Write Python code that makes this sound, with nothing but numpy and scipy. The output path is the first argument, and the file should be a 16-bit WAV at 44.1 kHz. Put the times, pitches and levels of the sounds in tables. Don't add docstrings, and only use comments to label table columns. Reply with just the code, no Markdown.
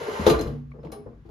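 import sys
import numpy as np
from scipy import signal
from scipy.fft import rfft, irfft
from scipy.io import wavfile
from scipy.ndimage import uniform_filter1d

SR = 44100
rng = np.random.default_rng(int(sys.argv[2]) if len(sys.argv) > 2 else 0)


def master_out(mix):
    frames = np.transpose(np.atleast_2d(mix))
    ceiling = np.clip(frames, -1, 1)
    pcm = np.round(ceiling * 32767).astype(np.int16)
    wavfile.write(sys.argv[1], SR, pcm)


def ratio_of_db(decibels):
    return 10 ** (np.asarray(decibels, float) / 20)


N = 57330

# frequency in Hz, density in dB per Hz.
AIR_COLOUR = [(18, -58.5), (30, 4.5), (150, 6.5), (189, -7), (226, -12.5), (452, -18), (716, -32),
              (1110, -24), (13600, -56)]
AIR_DB = -50.5

# frequency in Hz, t60 in seconds.
WALL_DECAY = [(100, 0.73), (500, 0.31), (2000, 0.34), (6000, 0.19), (13000, 0.21)]
WALLS_DB, WALLS_RISE_S, WALLS_FROM_HZ = -7, 0.0092, 285

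# start in seconds, frequency in Hz, level in dB, t60 in seconds.
STAY_TICKS = [
    (.716, 1130, -44, .022),
    (.718, 2200, -43, .015),
    (.719, 620, -48, .015),
    (.722, 4300, -68, .015),
    (.800, 5150, -72, .2),
    (.850, 2900, -50, .012),
    (.852, 5150, -72, .25),
    (.870, 2200, -46, .014),
    (.935, 5170, -70, .5),
]

# start in seconds, frequency in Hz, level in dB, t60 in seconds.
PART_NOTES = [(.003, 468, -27, 0.24), (.082, 441, -25.5, 0.18), (.193, 207.3, -21, 0.13),
              (.197, 77, -17.5, 0.26), (.265, 3640, -22, 0.02), (.265, 6200, -34, 0.13),
              (.266, 496, -2.5, 0.044), (.266, 4150, -28, .04), (.267, 615, -6.5, 0.02),
              (.272, 334, -12.5, 0.16), (.286, 337, -15.5, 0.076), (.290, 677, -22.5, 0.13),
              (.297, 1178, -31.5, 0.29), (.298, 4000, -32.5, 0.1), (.305, 151.6, -11.5, .13),
              (.310, 431.2, -12, 0.12), (.325, 63.3, -10, 0.26), (.326, 1196, -26.5, 0.11),
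              (.330, 660, -26, 0.13), (.345, 1455, -32.5, 0.067), (.391, 4100, -34.5, 0.084),
              (.391, 4180, -38, 0.042), (.410, 4800, -43, 0.0386), (.410, 6370, -36.5, 0.037),
              (.411, 7400, -49, .07), (.416, 5160, -38, 0.055), (.469, 142.4, -27, 0.93),
              (.478, 474.6, -34, 0.21), (.507, 243, -29.5, 0.71), (.53, 59, -35, 1.6),
              (.545, 433.6, -38.5, 0.18), (.752, 501, -41.5, 0.063), (.790, 138, -37, 0.13),
              (.838, 485, -35.5, 0.076), (.848, 319, -33, 0.068), (.851, 165.5, -28, 0.1),
              (.880, 319.1, -39.5, 0.23), (.919, 9814, -47.5, 0.2), (.920, 793, -44, .12),
              (.920, 5280, -52, 0.069), (.921, 540, -41, .15), (.921, 1150, -45, 0.15),
              (.921, 2210, -48, 0.063), (.921, 4100, -59, 0.12), (.921, 5500, -62, .07),
              (.921, 6140, -57, .08), (.953, 413.2, -37, 0.33), (.985, 250, -43, 0.52),
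              (1.061, 489, -30.5, 0.064), (1.061, 960, -46.5, 0.045), (1.064, 121.7, -27.5, 0.095),
              (1.082, 396, -42, 0.1), (1.136, 54.4, -35.5, 0.78), (1.252, 329, -45.5, 0.3)]
WAVER_CYCLES, WAVER_DB = 14, 1.1
RISE_SHARE = 0.018

# time in seconds, level in dB.
RUB_EFFORT = [
    (0, -40.5),
    (.07, -40),
    (.18, -37.5),
    (.25, -37.5),
    (.34, -39.5),
    (.42, -46),
    (0.499, -56.5),
    (.56, -62.5),
    (.64, -78),
]
# frequency in Hz, density in dB per Hz.
RUB_COLOUR = [(60, -45), (150, -38.5), (430, -2.5), (700, -11), (2000, -21.5), (6200, -34.5), (9500, -39.5),
              (13600, -43.5)]
# mode in Hz, level in dB, t60 in seconds.
HELD_LID = [(441, -1.5, 0.11), (485, -8, 0.086), (576.4, -6, 0.053), (660, -18, .07), (786, -19.5, .06),
            (924, -21, .12), (1040.4, -14, 0.094), (1169, -22.5, .07)]
# mode in Hz, level in dB, t60 in seconds.
STAY = [(2090, 0, .025), (2960, -2, .025), (4110, -4, .025), (5150, -8, .025), (6200, -8, .025),
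        (9850, -14, .02), (10800, -10, .015), (12400, -16, .02)]
RUB_HISS_DB, RUB_LID_DB, RUB_STAY_DB = 3, 2, -17
SLIPS_PER_S, SLIP_SCATTER_DB = 3500, 2

# start in seconds, tub level in dB, lid level in dB, contact time in ms.
HITS = [(.001, -70, -41, 22), (0.087, -72, -36, 3.9), (0.196, -30, -34, 6.1), (.265, -54, -14.5, 10.3),
        (0.297, -24, -21, 34.6), (.335, -30.5, -37, 2.1), (0.393, -24, -30.5, 19.7),
        (0.411, -30.5, -37.5, 18), (.455, -22.5, -32.5, 20.3), (0.504, -33.5, -43, 6.9),
        (.733, -55, -47, 36), (.785, -43.5, -49, 15), (.836, -62, -44.5, 12), (.850, -45, -46.5, 9.7),
        (.900, -43, -51.5, 6), (0.921, -46, -45, 20), (.945, -45.5, -50.5, 19), (0.991, -61, -51.5, 31),
        (1.062, -39, -42.5, 14.2), (1.13, -54, -53.5, 4.8), (1.251, -51.5, -55, 7.8),
        (1.283, -42, -48.5, 22)]
# mode in Hz, level in dB, t60 in seconds.
TUB = [(59, 7, .3), (72, -8, 0.087), (108.3, -1, 0.35), (156.6, 3, 0.18), (222, 2.5, 0.34), (243, -3, 1)]
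# mode in Hz, level in dB, t60 in seconds.
LID = [(290, -15.5, 0.028), (334, -5.5, 0.11), (392.4, 1, 0.037), (436.7, -3, 0.17), (465.7, -6.5, 0.1),
       (513, -18.5, 0.069), (571, -11.5, 0.071), (654, -11.5, 0.095), (792, -12.5, 0.059),
       (855, -22.5, 0.088), (1022, -20, 0.11), (1132, -22, 0.067), (1260, -50, .06)]
MODE_SCATTER_DB = 3
# start in seconds, level in dB, length in ms, tilt in dB per octave.
CRACKS = [(.264, -18, 22, -2.03), (.297, -23, 12.8, -0.5), (.391, -40, 7.2, -1.5), (.410, -39, 8.9, 1.5),
          (.470, -48, 20, -0.4), (.708, -66, 6.2, -3), (.830, -50.5, 16, -6), (.847, -45.5, 18, -6),
          (.870, -50, 4.2, -7.5), (.918, -45.5, 11, 4), (.927, -42, 21, -6), (1.059, -53, 22, -12),
          (1.254, -61.5, 16, -3.5), (1.290, -69.5, 3, 0.5)]
# frequency in Hz, density in dB per Hz.
CRACK_COLOUR = [(200, -36), (500, -11.5), (1000, -15), (1850, -26), (4000, -22), (6400, -30), (9300, -31.5),
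                (13600, -33.5)]
GENTLE_DB = -52

# frequency in Hz, side minus mid in dB.
SIDE_DB = [(60, -22), (250, -10.5), (500, -6), (1400, 2), (3000, -1), (6000, -3.5), (10000, 1.5),
           (15000, -4.5)]
LEFT_SHARE = .11
MID_NULL_HZ, MID_TOP_NULL_HZ, SIDE_NULL_HZ = (7580, 9000), (13750, 23000), (10900, 12400)
NULL_DB = -40
LOW_CUT_HZ, TOP_HZ, CEILING = 71, 16000, 1.1


def read(table, hz):
    table = np.array(table, float)
    return np.interp(np.log(hz + 1), np.log(table[:, 0]), table[:, 1])


def unit(x):
    return x / np.sqrt(np.mean(x ** 2))


def add(out, at, x):
    start = int(max(at, 0) * SR)
    part = out[start:start + len(x)]
    part += x[:len(part)]


def colour(x, table, tilt_db=0.):
    hz = np.fft.rfftfreq(4096, 1 / SR)
    gain = unit(ratio_of_db(read(table, hz) + tilt_db * np.log2(hz / 3000 + 0.071)))
    cepstrum = irfft(np.log(gain))
    cepstrum[1:2048] *= 2
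    cepstrum[2049:] = 0
    reply = irfft(np.exp(rfft(cepstrum)))
    reply = reply.reshape((1,) * (x.ndim - 1) + (-1,))
    return signal.fftconvolve(x, reply, axes=-1)[..., :x.shape[-1]]


def fade(t, t60):
    return 1000. ** (-t / max(t60, .005))


def ring(x, modes, scatter_db=0.):
    longest = max(t60 for _, _, t60 in modes)
    t = np.arange(int(np.clip(longest * SR, 500, len(x)))) / SR
    luck = scatter_db * rng.standard_normal(len(modes))
    reply = np.zeros(len(t))
    for (hz, db, t60), extra_db in zip(modes, luck):
        reply += ratio_of_db(db + extra_db) * np.sin(2 * np.pi * hz * t) * fade(t, t60)
    return signal.fftconvolve(x, reply)[:len(x)]


def shove(db, ms):
    push = np.sin(np.pi * np.clip(np.arange(N // 2) / SR * 1000 / max(ms, .3), 0, 1))
    return ratio_of_db(db) * push / push.sum()


def jolt(db, ms, rise=.08):
    t = np.arange(N // 2) / SR * 1000 / max(ms, .3)
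    swell = 1 - np.exp(-t / max(rise, .01))
    shape = swell * np.exp(-t) * rng.standard_normal(len(t))
    return ratio_of_db(db) * shape / np.sqrt(np.sum(shape ** 2))


def air():
    return ratio_of_db(AIR_DB) * colour(rng.standard_normal((2, N)), AIR_COLOUR)


def walls(x):
    t, hz = np.arange(N) / SR, np.fft.rfftfreq(N, 1 / SR) + 1
    noise = rfft(rng.standard_normal((2, N)))
    reply = 0
    for centre in 60 * 2. ** np.arange(9):
        share = np.cos(np.pi / 2 * np.clip(np.log2(hz / centre), -1, 1)) ** 2
        reply = reply + irfft(noise * share, N) * 1000. ** (-t / max(read(WALL_DECAY, centre), .05))
    reply = reply * np.clip(t / WALLS_RISE_S, 0, 1) ** 2
    reply = reply / np.sqrt(np.sum(reply ** 2) / 2)
    return signal.fftconvolve(x[None], reply, axes=1)[:, :N]


def notes(table):
    out = np.zeros(N)
    for at, hz, db, t60 in table:
        span = int(np.clip(WAVER_CYCLES * SR / hz, 40, 4000))
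        drift = uniform_filter1d(rng.standard_normal((2, N // 2)), span)
        waver = unit(uniform_filter1d(drift, span))
        t = np.arange(int(np.clip(t60 * SR, 500, N // 2))) / SR
        level_waver, phase_waver = waver[:, :len(t)]
        rise = 1 - np.exp(-t / max(1.2 / hz, RISE_SHARE * t60))
        tone = np.sin(2 * np.pi * hz * t + 0.53 * phase_waver)
        add(out, at, ratio_of_db(db + WAVER_DB * level_waver) * rise * tone * fade(t, t60))
    return out


def rub():
    size = ratio_of_db(SLIP_SCATTER_DB * rng.exponential(size=N)) * rng.standard_normal(N)
    grains = unit(size * (rng.random(N) < SLIPS_PER_S / SR))
    slips = unit(grains + 1.12 * rng.standard_normal(N))
    t, db = np.array(RUB_EFFORT).T
    effort = ratio_of_db(np.interp(np.arange(N) / SR, t, db, right=-120))
    hiss = ratio_of_db(RUB_HISS_DB) * colour(slips, RUB_COLOUR)
    lid = ratio_of_db(RUB_LID_DB) * unit(ring(slips, HELD_LID))
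    stay = ratio_of_db(RUB_STAY_DB) * unit(ring(slips, STAY))
    return effort * (hiss + lid + stay)


def knocks():
    out = np.zeros(N)
    for at, tub_db, lid_db, ms in HITS:
        boom = ring(shove(tub_db - 6, 0.29 * ms), TUB, MODE_SCATTER_DB)
        soft_jolt = uniform_filter1d(jolt(lid_db + 4.0, ms, 0.22), size=14, origin=-7)
        add(out, at, boom + ring(soft_jolt, LID, MODE_SCATTER_DB))
    return out


def cracks():
    out = np.zeros(N)
    for at, db, ms, tilt_db in CRACKS:
        rise = .06 if db > GENTLE_DB else .6
        add(out, at, colour(jolt(db + 26, ms, rise), CRACK_COLOUR, tilt_db))
    return out


def null(hz, band):
    inside = np.minimum(hz - band[0], band[1] - hz)
    return ratio_of_db(NULL_DB * np.clip(inside / 150, 0, 1))


def ports(dry, wet, noise):
    smear = rng.standard_normal(1024) * np.exp(-np.arange(1024) / SR / 0.0058)
    smear = smear / np.sqrt(np.sum(smear ** 2))
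    mid = rfft(dry + wet[0] + noise[0])
    apart = rfft(signal.fftconvolve(dry, smear)[:N] + ratio_of_db(-2.0) * wet[1] + noise[1])
    hz = np.fft.rfftfreq(N, 1 / SR)
    side = apart * ratio_of_db(read(SIDE_DB, hz)) + LEFT_SHARE * mid
    side = irfft(side * null(hz, SIDE_NULL_HZ), N)
    mid = irfft(mid * null(hz, MID_NULL_HZ) * null(hz, MID_TOP_NULL_HZ), N)
    return np.array([mid + side, mid - side])


def scene():
    dry = knocks() + cracks() + notes(PART_NOTES) + rub()
    no_bass = signal.butter(2, WALLS_FROM_HZ, "high", fs=SR, output="sos")
    wet = ratio_of_db(WALLS_DB) * walls(signal.sosfilt(no_bass, dry))
    return ports(dry + notes(STAY_TICKS), wet, air())


def band_limit(x):
    return signal.sosfilt(signal.butter(12, 16500, fs=SR, output="sos"), x)


def record(dry):
    low_cut = signal.butter(2, LOW_CUT_HZ, "high", fs=SR, output="sos")
    top_cut = signal.ellip(8, .2, 45, TOP_HZ, fs=SR, output="sos")
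    x = signal.sosfilt(low_cut, dry)
    x = CEILING * np.tanh(x / CEILING)
    return band_limit(signal.sosfilt(top_cut, x))


dry = scene()
out = record(dry)
master_out(out)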